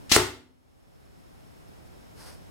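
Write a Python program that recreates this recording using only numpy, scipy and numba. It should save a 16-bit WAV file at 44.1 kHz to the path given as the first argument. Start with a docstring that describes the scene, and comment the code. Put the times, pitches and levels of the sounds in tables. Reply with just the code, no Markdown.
"""In a small wood-lined range, a bow is shot and the arrow smacks into a stuffed bag by the microphone.
The string whirs forward and its sudden stop makes the limbs snap and ring; the vanes hiss in flight.
The impact slaps, drives the damped modes of the bag and reverberates in the room. Automatic gain control
ducks and creeps back over the room tone; later comes a soft swish, as of a sleeve."""
import sys
import numpy as np
from scipy import signal
from scipy.fft import rfft, irfft
from scipy.io import wavfile
from scipy.ndimage import minimum_filter1d
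from numba import njit

SR = 44100
rng = np.random.default_rng(int(sys.argv[2]) if len(sys.argv) > 2 else 0)


def store_wav(level_fs):
    """Save 16-bit WAV to argv[1]."""
    pcm = np.round(np.clip(np.atleast_2d(level_fs), -1, 1) * 32767)
    wavfile.write(sys.argv[1], SR, pcm.T.astype(np.int16))


N = 110250
LOOSE_S, SNAP_S, HIT_S = .095, .1172, .1638  # string released, string stops, arrow lands

# Noise spectra. Each row: frequency in Hz, relative spectral density in dB.
ROOM_TONE_SPECTRUM = [(15, -37), (25, -6), (64, 2), (233, -6), (469, -11), (741, -12), (970, -16),
                      (2700, -23), (5280, -26.5), (5730, -27.5), (11200, -28.5), (15500, -35)]
CLOTH_SPECTRUM = [(100, -5), (600, 1), (1500, -1.5), (2800, -10.5), (4000, -9.5), (4600, -3.5),
                  (5200, -3.5), (6000, -8.5), (7200, -12), (7800, -10), (9500, -7), (13000, -15.5),
                  (16000, -26)]
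VANE_SPECTRUM = [(100, -14), (700, -1.5), (1500, -5.5), (4000, -2.5), (7000, -0.5), (10000, -6.5),
                 (16000, -15)]
BOW_SPECTRUM = [(40, -25), (200, -15.5), (500, -10), (1200, -7), (2000, 0.5), (2800, 0.5), (5600, 0),
                (8000, -6.5), (12000, -12.5), (16000, -18)]
CRACK_SPECTRUM = [(200, -7.5), (1700, -0.5), (4000, -7), (8500, 1.5), (12000, -8), (16000, -18.5)]
THUD_SPECTRUM = [(30, -22), (80, -7), (190, -13), (320, -4.5), (400, 1), (560, -19), (950, -8.5),
                 (2000, -22), (6000, -44)]
# Stereo widths. Each row: frequency in Hz, level of side over mid in dB.
ROOM_TONE_WIDTH = [(30, 2), (100, 7.5), (400, 7.5), (1200, 4), (3500, 0), (6000, -1), (8000, -19)]
CLOTH_WIDTH = [(300, 2), (1500, -4.5), (5500, 0), (8000, -31)]
DIFFUSE_WIDTH = [(100, -6), (450, -7.5), (1000, -3), (2500, 0), (6000, -0.5), (10000, -2)]
# Reverberation bands. Each row: frequency in Hz, 60 dB decay time in seconds, relative level in dB.
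ROOM_BANDS = [(80, .75, -0.5), (170, 0.98, -6.5), (359.8, 0.52, 1.5), (580, .42, -1.5), (935, .39, 0.5),
              (1490, .39, -1.5), (3000, 0.41, 0), (6000, .35, -2), (10000, 0.32, -1), (16000, 0.39, -3.5)]
# Pushes of the sleeve. Each row: peak time in seconds, Gaussian width in seconds, level in dB.
SLEEVE_PUSHES = [(2.218, 0.032, -50.5), (2.282, 0.021, -51), (2.331, 0.031, -56)]
# Decaying tones. Each row: frequency in Hz, relative level in dB, 60 dB decay time in seconds.
SNAP_RING_TONES = [(2114, -3, .32), (2336, -3.5, 0.18), (2617, -3.5, .3), (3165, -5.5, 0.42),
                   (3966, -4.5, 0.2), (4140, -6.5, 0.15), (4260, 0, 0.31), (4980, 1.5, .27),
                   (6880, -4, 0.11)]  # faint high tones that colour the bow's snap
LIMB_STRING_MODES = [(82.3, 5, 0.092), (237.6, -3.5, .48), (320, 5, .09), (830, -8.5, .15), (1120, -2, .12)]
BAG_STAND_MODES = [(69, -11, 0.42), (99, -8.5, .42), (121.5, -10, .35), (155.6, -11, 0.29),
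                   (255, -21, 0.91), (335.5, -7.5, 0.18), (361, -1, .35), (403.5, 0, .08), (412, -1.5, .25),
                   (431, -5.5, 0.24), (654, -20, .3)]


def undb(db):
    return 10 ** (np.asarray(db) / 20)


def clock():
    return np.arange(N) / SR


def per_bin(points):
    """Interpolation of (Hz, value) points over the FFT bins, in log frequency."""
    hz, value = np.array(points, float).T
    return np.interp(np.log(np.arange(N // 2 + 1) * SR / N + 1e-9), np.log(hz), value)


def noise(spectrum, width):
    """Spectral shaping of white noise into stereo; the mid signal has rms 1."""
    mid, side = rfft(rng.standard_normal((2, N))) * undb(per_bin(spectrum))
    mid, side = irfft(mid, N), irfft(side * undb(per_bin(width)), N)
    return np.array([mid + side, mid - side]) / mid.std()


def pan(left_db):
    """A level difference between the channels places a source."""
    return undb(np.array([[left_db], [-left_db]]) / 2)


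def decay(start, t60):
    """Exponential decay from a sudden onset, 60 dB in t60 seconds."""
    age = clock() - start
    return (age >= 0) * np.exp(-np.log(1000) * np.maximum(age, 0) / t60)


def ring(start, tones):
    """Superposition of damped sinusoids that start together."""
    age = clock() - start
    return sum(undb(db) * decay(start, t60) * np.sin(2 * np.pi * hz * age) for hz, db, t60 in tones)


def pulse(at, width):
    """A pressure pulse of peak 1: compression, then rarefaction."""
    u = (clock() - at) / width
    return -u * np.exp((1 - u ** 2) / 2)


def high_pass(x, hz, order):
    return signal.sosfilt(signal.butter(order, hz, "high", fs=SR, output="sos"), x)


@njit
def follow(x, rise_s, fall_s):
    """First-order lag with separate time constants for rising and falling."""
    y, level = np.empty(len(x)), 0.
    for i in range(len(x)):
        level += (x[i] - level) / (SR * (rise_s if x[i] > level else fall_s))
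        y[i] = level
    return y


def room_tone(whine_hz=5320, half_width_hz=57):
    """Broadband noise rumbles and hisses; a narrow band of noise is heard as an unsteady whine."""
    hz = np.arange(N // 2 + 1) * SR / N
    peak = 1 + ((hz - whine_hz) / half_width_hz) ** 2
    whine = irfft(rfft(rng.standard_normal((2, N))) / peak, N)
    return undb(-54) * noise(ROOM_TONE_SPECTRUM, ROOM_TONE_WIDTH) + undb(-72.5) * whine / whine.std()


def reverberation(x, onset_s=.005):
    """Convolution with a diffuse field that builds up quickly; the bass outlasts the treble."""
    white = rfft(noise([(1, 0), (SR, 0)], DIFFUSE_WIDTH))
    tail = np.zeros((2, N))
    for hz, t60, db in ROOM_BANDS:
        band = per_bin([(row[0], float(row[0] == hz)) for row in ROOM_BANDS])
        tail += undb(db) * irfft(white * band, N) * decay(0, t60)
    tail *= 1 - np.exp(-(clock() / onset_s) ** 2)
    tail /= np.sqrt(np.sum(tail ** 2) / 2)
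    return signal.fftconvolve(x, tail, axes=1)[:, :N]


def sleeve():
    """Friction noise: cloth swishes softly in overlapping pushes."""
    pushes = sum(undb(db) * np.exp(-((clock() - at) / width) ** 2 / 2) for at, width, db in SLEEVE_PUSHES)
    return pushes * noise(CLOTH_SPECTRUM, CLOTH_WIDTH)


def vanes(rise_db_per_s=61.5):
    """Turbulence at the vanes hisses louder as the arrow nears, and stops when it lands."""
    t = clock()
    approach = (t > SNAP_S) * (t < HIT_S) * undb(-8.5 - rise_db_per_s * np.abs(HIT_S - t))
    fade_in = np.clip((t - SNAP_S) / (HIT_S - SNAP_S) * 2, 0, 1)
    hiss = approach * fade_in * noise(VANE_SPECTRUM, DIFFUSE_WIDTH)
    return hiss + undb(-4) * reverberation(hiss[:1])


def bow(rise_s=.0042, knock_width_s=.00018):
    """Impulsive excitation: the whirring string stops; the limbs knock and ring with a bright rattle."""
    t = clock()
    stroke = np.clip((t - LOOSE_S) / (SNAP_S - LOOSE_S), 0, 1)
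    whir = (t > LOOSE_S) * (t < SNAP_S) * undb(-41.5 + 9 * stroke)
    swell = (1 + np.tanh((t - SNAP_S - rise_s) / rise_s)) / 2
    rattle = undb(-4) * swell * np.maximum(decay(SNAP_S, t60=.19), t < SNAP_S)
    knock = undb(-18.5) * pulse(SNAP_S + 2 * knock_width_s, knock_width_s)
    snap = (whir + rattle) * noise(BOW_SPECTRUM, DIFFUSE_WIDTH) + knock
    high_tones = undb(-17) * swell * ring(SNAP_S, SNAP_RING_TONES)
    limbs = undb(-23.5) * ring(SNAP_S, LIMB_STRING_MODES)
    return pan(left_db=5.5) * (snap + high_tones + limbs) + undb(-3) * reverberation(snap[:1])


def bag(slap_width_s=.00014):
    """Inelastic impact: the point slaps and cracks through the cover; the stuffing thuds, the bag booms."""
    slap = undb(13) * high_pass(pulse(HIT_S + slap_width_s, slap_width_s), hz=300, order=1)
    crack = undb(-1.5) * decay(HIT_S, t60=.023) * noise(CRACK_SPECTRUM, DIFFUSE_WIDTH)[:1]
    thud = undb(-8) * decay(HIT_S, t60=.15) * noise(THUD_SPECTRUM, DIFFUSE_WIDTH)
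    boom = undb(-6.5) * ring(HIT_S, BAG_STAND_MODES)
    reflections = undb(-4) * reverberation(slap + crack + thud[:1])
    return slap + crack + pan(left_db=4.5) * (thud + boom) + reflections


def scene():
    """Superposition of the shot, less its deepest bass, with the sleeve and the room tone."""
    shot = high_pass(bow() + vanes() + bag(), hz=55, order=2)
    return shot + sleeve() + room_tone()


def record(dry, threshold_db=-16, max_duck_db=14.5, detect_s=.0016, hold_s=.39):
    """Automatic gain control ducks, holds and recovers; clipping and a low-pass filter follow."""
    power = follow(np.mean(dry ** 2, axis=0), detect_s, detect_s)
    excess_db = np.clip(10 * np.log10(power + 1e-12) - threshold_db, 0, max_duck_db)
    half = int(hold_s * SR / 2)
    # running maximum over the past hold time
    held_db = -minimum_filter1d(-excess_db, 2 * half + 1, origin=half, mode="constant")
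    ducked = dry * undb(-follow(held_db, rise_s=.0012, fall_s=.53))
    low_pass = signal.ellip(10, .1, 80, 15900, fs=SR, output="sos")
    return signal.sosfilt(low_pass, np.clip(ducked, -1, 1))


dry = scene()
out = record(dry)
store_wav(out)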